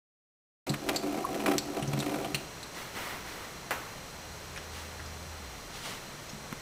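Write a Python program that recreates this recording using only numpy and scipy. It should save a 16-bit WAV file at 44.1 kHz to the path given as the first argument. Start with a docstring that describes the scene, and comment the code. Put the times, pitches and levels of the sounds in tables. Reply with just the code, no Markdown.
"""Cat at the kitchen tap

A thin stream of tap water beads into drops that drum on a steel sink; a cat paws at it and flings
bigger drops. Then it puts its head under the stream: the drumming stops, leaving soft swishes of wet
fur and a few plinks. Something clacks in the room, a distant machine hums up and runs down, and a dry
bump comes at the end, all over a faint hiss and a thin electronic whine."""
import sys
import numpy as np
from scipy import signal
from scipy.fft import rfft, irfft, next_fast_len
from scipy.io import wavfile
from scipy.ndimage import uniform_filter1d, map_coordinates

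SR = 44100
rng = np.random.default_rng(int(sys.argv[2]) if len(sys.argv) > 2 else 0)


def transcribe(signal):
    """Save signal, clipped to [-1, 1], as a 16-bit WAV file at the path in sys.argv[1]."""
    frames = np.atleast_2d(signal).T
    limited = np.clip(frames, -1, 1)
    pcm = np.round(limited * 32767).astype(np.int16)
    wavfile.write(sys.argv[1], SR, pcm)


N = 291501
TIME = np.arange(N) / SR
AGE = TIME[:SR // 2]  # seconds since a hit
START_S, TOP_HZ = 0.665, 15450  # the sound's entry; its treble limit
# EQ of water splatting on steel: f/Hz, level/dB
SPATTER_EQ = [(100, -60), (300, -19), (600, 3.5), (1300, 2.5), (1700, -0.5), (2400, 3.5), (3600, -5),
              (6000, -9), (9500, -8.5), (10400, -9), (11300, -8.5), (12000, -12), (12800, -8),
              (15000, -10.5)]


def amp(db):
    """Decibels to gain."""
    return 10 ** (np.asarray(db) / 20)


def unit(x):
    """Scale to rms 1."""
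    return x / np.sqrt(np.mean(x ** 2) + 1e-20)


def unit_attack(x):
    """Scale a hit to rms 1 over its first 10 ms."""
    return x / np.sqrt(np.mean(x[:SR // 100] ** 2) + 1e-20)


def along(points, hz):
    """Read (f/Hz, value) points on a log frequency axis."""
    freqs, values = np.transpose(points)
    return np.interp(np.log(hz + 1), np.log(freqs), values)


def fade(t60):
    """A decay of 60 dB in t60 seconds."""
    return np.exp(-np.log(1000) * AGE / t60)


def add(track, s, sound):
    """Mix a sound into the track at s seconds."""
    part = track[round(s * SR):][:len(sound)]
    part += sound[:len(part)]


def colour(x, eq):
    """Minimum-phase EQ with a power gain of 1."""
    size = 2 * next_fast_len(len(x))
    gain = unit(amp(along(eq, np.fft.rfftfreq(size, 1 / SR))))
    cepstrum = irfft(np.log(gain + 1e-6))
    cepstrum[1:size // 2] *= 2
    cepstrum[size // 2 + 1:] = 0
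    return irfft(rfft(x, size) * np.exp(rfft(cepstrum)), size)[:len(x)]


def stream(drops_per_s=85, size_spread_db=2, drum_db=-1.43, spray=0.35):
    """The stream beads into uneven drops; each drums the steel and spatters, both following the flow."""
    # water that gets past the paw to the basin floor: t/s, level/dB
    flow = [(0.67, -36), (0.708, -34), (0.768, -47.5), (0.906, -31), (1.022, -41), (1.03, -33.5),
            (1.22, -33), (1.26, -39.5), (1.344, -31), (1.432, -32.5), (1.482, -25.5), (1.582, -31.5),
            (1.592, -41), (1.754, -37), (1.774, -31), (1.83, -40.5), (2.212, -32.5), (2.45, -48)]
    times, levels = np.transpose(flow)
    flow_db = np.interp(TIME, times, levels)
    usual_db = levels.mean()
    spatter_db = usual_db - 14 + 0.97 * (flow_db - usual_db)  # rides under the drumming
    drum, splats = np.zeros(N), np.zeros(N)
    slots = np.arange(START_S, times[-1], 1 / drops_per_s)
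    for s in slots + rng.uniform(0, 1 / drops_per_s, len(slots)):
        size = amp(size_spread_db * np.clip(rng.standard_normal(), -2, 1.5))
        add(drum, s, size * steel(scatter_db=2, contact_hz=2500))
        add(splats, s, size * fade(0.031) * rng.standard_normal(len(AGE)))
    running = (TIME > START_S) & (TIME < times[-1])
    mist = spray * running * rng.standard_normal(N)
    spatter = colour(splats / splats[running].std() + mist, SPATTER_EQ)
    return amp(flow_db + drum_db) * drum / drum[running].std() + amp(spatter_db) * spatter


def steel(scatter_db, contact_hz, attack_s=0.0022):
    """The basin rings: each impact point weights the modes anew; soft contact favours the low ones."""
    # modes of the steel basin: f/Hz, bandwidth/Hz, level/dB
    modes = [(141.2, 9.7, -10.5), (211.3, 7.8, -5), (293, 13, 2.5), (338.5, 8.8, -4), (384.7, 12.5, 1.5),
             (484, 22, -9), (508, 39, -5), (543.3, 13, -8), (670, 40, -1), (742, 24, -3), (792, 20, -5),
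             (995, 26, -13), (1166, 23, -13.5), (1317, 59, -9)]
    hz, width, db = np.transpose(modes)[:, :, None]
    reach = 1 / (1 + (hz / contact_hz) ** 5)
    strength = amp(db + scatter_db * rng.standard_normal(hz.shape))
    weight = reach * strength * np.sqrt(width) * rng.choice([-1, 1], hz.shape)
    t = AGE[:SR // 3]
    ring = np.sum(weight * np.exp(-np.pi * width * t) * np.sin(2 * np.pi * hz * t), axis=0)
    return (1 - np.exp(-t / attack_s)) * ring * np.sqrt(2) / np.linalg.norm(weight)


def bowl(x, echo, span_s, tail):
    """The direct sound, a short volley of reflections across the bowl, then a weak tail."""
    walls = rng.standard_normal(len(AGE)) * (np.exp(-(AGE / span_s) ** 4) + tail * fade(0.2))
    walls *= echo / np.linalg.norm(walls)
    walls[0] += 1
    return signal.fftconvolve(x, walls)[:len(x)]


def heavy_drops(splat_trim_db=-8, drum_trim_db=-3):
    """Heavy drops slap the steel and set it ringing."""
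    # single flung drops: t/s, splat level/dB, drum level/dB
    landings = [(.668, -35, -38), (0.7391, -25.5, -50), (0.889, -18, -50), (0.947, -30, -29.5),
                (1.145, -35, -30), (1.183, -36, -28.5), (1.345, -33, -26), (1.401, -29.5, -36),
                (1.4608, -19.5, -24), (1.481, -23.5, -19), (1.515, -24, -24), (1.767, -32.5, -26.5),
                (1.932, -27, -31), (1.975, -32.5, -27.5), (2, -34, -33), (2.026, -29.5, -30),
                (2.061, -30, -29), (2.095, -32, -39), (2.143, -29.5, -33), (2.247, -33, -28)]
    out = np.zeros(N)
    for s, splat_db, drum_db in landings:
        slap = bowl(fade(0.00019), echo=3.2, span_s=0.0097, tail=0.21)
        add(out, s, amp(splat_db + splat_trim_db) * unit_attack(colour(slap, SPATTER_EQ)))
        add(out, s, amp(drum_db + drum_trim_db) * steel(scatter_db=0, contact_hz=1210))
    return out


def plinks(trim_db=-10, overtone_db=-15, tilt_db_per_octave=-5.5):
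    """A drop's sharp tick, two quickly damped rings and a faint overtone, drawn out by the bowl."""
    # plinking drops: t/s, level/dB, lower ring f/Hz, upper ring f/Hz, relative tick level/dB
    landings = [(0.6941, -25.5, 4300, 7700, -20), (0.961, -20, 4500, 7460, -22),
                (1.582, -21.5, 4340, 7700, 2), (1.8255, -29.5, 2970, 9150, -14),
                (1.877, -35.5, 5770, 6150, -1), (1.991, -33, 4160, 6900, 2), (2.003, -27, 3770, 8200, -6),
                (2.247, -34.5, 3100, 9000, -14), (2.3458, -19.5, 2780, 4300, -9),
                (2.349, -29, 9100, 14800, -4), (2.63, -34, 4060, 8000, -14),
                (4.562, -31.5, 2400, 9400, -20), (4.576, -32.5, 1800, 2940, -5),
                (4.996, -36, 1540, 1900, -18), (5.06, -41, 5000, 7000, -16), (6.295, -38, 5200, 6500, -16)]
    # EQ of the impact tick: f/Hz, level/dB
    tick_eq = [(500, -17), (2500, -9.5), (4500, -7), (5700, 8), (7000, -1.5), (9000, -13), (11500, -12),
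               (15000, -9)]
    out = np.zeros(N)
    for s, db, low_hz, high_hz, tick_db in landings:
        high_db = tilt_db_per_octave * np.log2(high_hz / low_hz)
        overtone_hz = min(2.68 * low_hz, TOP_HZ)
        rings = 0
        for hz, ring_db in (low_hz, 0), (high_hz, high_db), (overtone_hz, overtone_db):
            ping = np.sin(2 * np.pi * hz * AGE) * fade(0.0055)
            rings += amp(ring_db) * unit_attack(bowl(ping, echo=1.94, span_s=0.012, tail=0.51))
        snap = rng.standard_normal(len(AGE)) * fade(0.0016)
        tick = unit_attack(colour(bowl(snap, echo=0.46, span_s=0.0069, tail=0.28), tick_eq))
        add(out, s, amp(db + trim_db) * (rings + amp(tick_db) * tick))
    return out


def bubbles(trim_db=-13.5, rise=0.5, attack_s=0.002):
    """Trapped bubbles ring, rising slightly in pitch."""
    # air bubbles in the drain: t/s, level/dB, f/Hz, t60/s
    blips = [(1.243, -23.5, 1120, 0.014), (1.248, -15.5, 1070, 0.035), (1.249, -36, 10950, 0.029),
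             (1.25, -37, 13100, .025)]
    out = np.zeros(N)
    for s, db, hz, t60 in blips:
        chirp = np.sin(2 * np.pi * hz * (AGE + rise * AGE ** 2))
        envelope = fade(t60) * (1 - np.exp(-AGE / attack_s))
        add(out, s, amp(db + trim_db) * unit_attack(chirp * envelope))
    return out


def low_thuds(trim_db=-2):
    """Soft, low thuds of the steel basin, mostly as big drops land."""
    # thuds on the basin: t/s, level/dB
    thuds = [(0.698, -23), (1.824, -28), (1.878, -25), (1.934, -24.5), (1.974, -29.5), (2.341, -31),
             (6.329, -38)]
    out = np.zeros(N)
    for s, db in thuds:
        add(out, s, amp(db + trim_db) * steel(scatter_db=4.5, contact_hz=130))
    return out


def wet_fur(attack_s=0.048, release_s=0.1, fizz_trim_db=-1, fizz_db_per_s=-30, grain_db=0.5):
    """Wet hairs slip past each other in strokes that rise, hold and die; fine spray on them fizzes."""
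    # strokes of fur against rim and stream: t/s, hold/s, level/dB, relative fizz level/dB
    swishes = [(2.726, 0.048, -43.5, -1.5), (2.926, .15, -39.5, -3.5), (3.228, 0.17, -46.5, -1.5),
               (4.708, .04, -47.5, 2), (5.71, 0.016, -47.5, 3.5), (5.811, 0.048, -43, 3)]
    # EQ of rubbing fur: f/Hz, level/dB
    rub_eq = [(100, -8), (300, -1), (700, -2), (1300, 0), (1650, -3.5), (2000, 1), (2500, -7), (3000, -9),
              (4500, -22.5), (9000, -23.5), (15000, -16.5)]
    # EQ of the fine spray: f/Hz, level/dB
    fizz_eq = [(1000, -31), (2800, 3.5), (4500, 1.5), (7000, -4.5), (9500, -5), (11800, -16), (14000, -21),
               (15500, -13)]
    rub_power = amp(-54.5) ** 2 * (TIME > 2)  # from here on the stream runs softly into the fur
    fizz_power = amp(-5) ** 2 * rub_power
    for s, hold, db, spray_db in swishes:
        age = np.maximum(TIME - s, 0)
        dying = np.maximum(age - attack_s - hold, 0)
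        stroke = amp(db) * np.minimum(age / attack_s, 1) * np.exp(-dying / release_s)
        rub_power += stroke ** 2
        fizz_power += (stroke * amp(spray_db + fizz_db_per_s * age)) ** 2  # sheds its spray, then dulls
    grains = amp(grain_db * unit(uniform_filter1d(rng.standard_normal(N), size=90)))
    rub = unit(colour(grains * rng.standard_normal(N), rub_eq))
    fizz = unit(colour(grains * rng.standard_normal(N), fizz_eq))
    return np.sqrt(rub_power) * rub + amp(fizz_trim_db) * np.sqrt(fizz_power) * fizz


def clack(s=3.708, db=-27):
    """A hard clack across the kitchen: a crack, the near walls' answer, then the room's tail."""
    # EQ of the clack: f/Hz, level/dB
    clack_eq = [(100, -11), (350, -2), (800, 4.5), (1700, 2.5), (2700, -4), (4500, -14.5), (9000, -18),
                (15000, -14.5)]
    crack, walls, tail = amp(10) * fade(0.0061), fade(0.21), amp(-10) * fade(1.0)
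    burst = np.sqrt(crack ** 2 + walls ** 2 + tail ** 2) * rng.standard_normal(len(AGE))
    out = np.zeros(N)
    add(out, s, amp(db) * unit_attack(colour(burst, clack_eq)))
    return out


def bump(s=6.527, db=-34.5):
    """A finger taps a casing close by: short and dry."""
    # EQ of the dull tap: f/Hz, level/dB
    bump_eq = [(50, -11), (150, 2), (280, 7.5), (550, -20), (1000, -7), (2300, -11), (3200, -25),
               (8000, -28), (15000, -22)]
    knock = bowl(-fade(0.0001), echo=0.5, span_s=0.0075, tail=0.022)
    out = np.zeros(N)
    add(out, s, amp(db) * unit_attack(colour(knock, bump_eq)))
    return out


def kitchen_reverb(x):
    """The room's tail, longest in the mids and dying faster in the bass and treble."""
    # decay of the kitchen: f/Hz, t60/s
    decay_times = [(200, 0.25), (1500, 0.58), (5000, 0.46), (14000, 0.36)]
    hz, t, spectrum = signal.stft(rng.standard_normal(SR // 2), SR, nperseg=256)
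    decay = amp(-60 * t / along(decay_times, hz)[:, None])
    _, tail = signal.istft(spectrum * decay, SR, nperseg=256)
    return signal.fftconvolve(x, tail / np.linalg.norm(tail))[:N]


def machine_hum(full_s=4.74, off_s=5.4, full_hz=80, full_db=-47.5, run_down_s=0.37, waver=0.1):
    """A distant machine swells up to speed, holds, then is switched off, sinks in pitch and fades."""
    until_full = np.maximum(full_s - TIME, 0)
    since_off = np.maximum(TIME - off_s, 0)
    hz = (full_hz - 8 * until_full) * np.exp(-since_off / run_down_s)
    db = full_db - 22 * until_full - 30 * since_off
    drift = map_coordinates(rng.standard_normal(80), [TIME * 10])  # ten random points a second
    return np.sqrt(2) * amp(db) * (1 + waver * drift) * np.sin(2 * np.pi * np.cumsum(hz) / SR)


def hiss_and_whine(hiss_db=-45.5, whine_trim_db=-0.5):
    """A bed of steady hiss and the thin whine of electronics."""
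    # EQ of the hiss: f/Hz, level/dB
    hiss_eq = [(20, -7.5), (62, 2), (95, -2), (140, 2.5), (260, -4.5), (500, -3.5), (1250, -7.5),
               (2200, -11), (3600, -14), (6500, -15.5), (10000, -22.5), (11900, -26.5), (13700, -23),
               (15500, -30.5)]
    # tones of the whine: f/Hz, level/dB
    tones = [(4118, -62), (4150, -63), (5706, -61), (6293, -62.5), (7854, -70), (7881, -69), (13808, -78),
             (14395, -77)]
    hiss = amp(hiss_db) * unit(colour(rng.standard_normal(N), hiss_eq))
    whine = sum(amp(db) * np.sin(2 * np.pi * (hz * TIME + rng.random())) for hz, db in tones)
    return hiss + np.sqrt(2) * amp(whine_trim_db) * whine


def scene():
    """The sink close by, the kitchen around it, in mono."""
    sink = stream() + heavy_drops() + plinks() + bubbles() + low_thuds()
    room = amp(-13) * kitchen_reverb(sink)
    return (sink + room + wet_fur() + clack() + bump() + machine_hum() + hiss_and_whine())[None]


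def record(dry):
    """Silence, a 3 ms fade-in at START_S, and a steep high cut at TOP_HZ."""
    fade_in = np.clip((TIME - START_S) / 0.003, 0, 1)
    size = next_fast_len(N + SR // 2)
    high_cut = 1 / (1 + (np.fft.rfftfreq(size, 1 / SR) / TOP_HZ) ** 120)
    return irfft(rfft(dry * fade_in, size) * high_cut, size)[..., :N]


dry = scene()
out = record(dry)
transcribe(out)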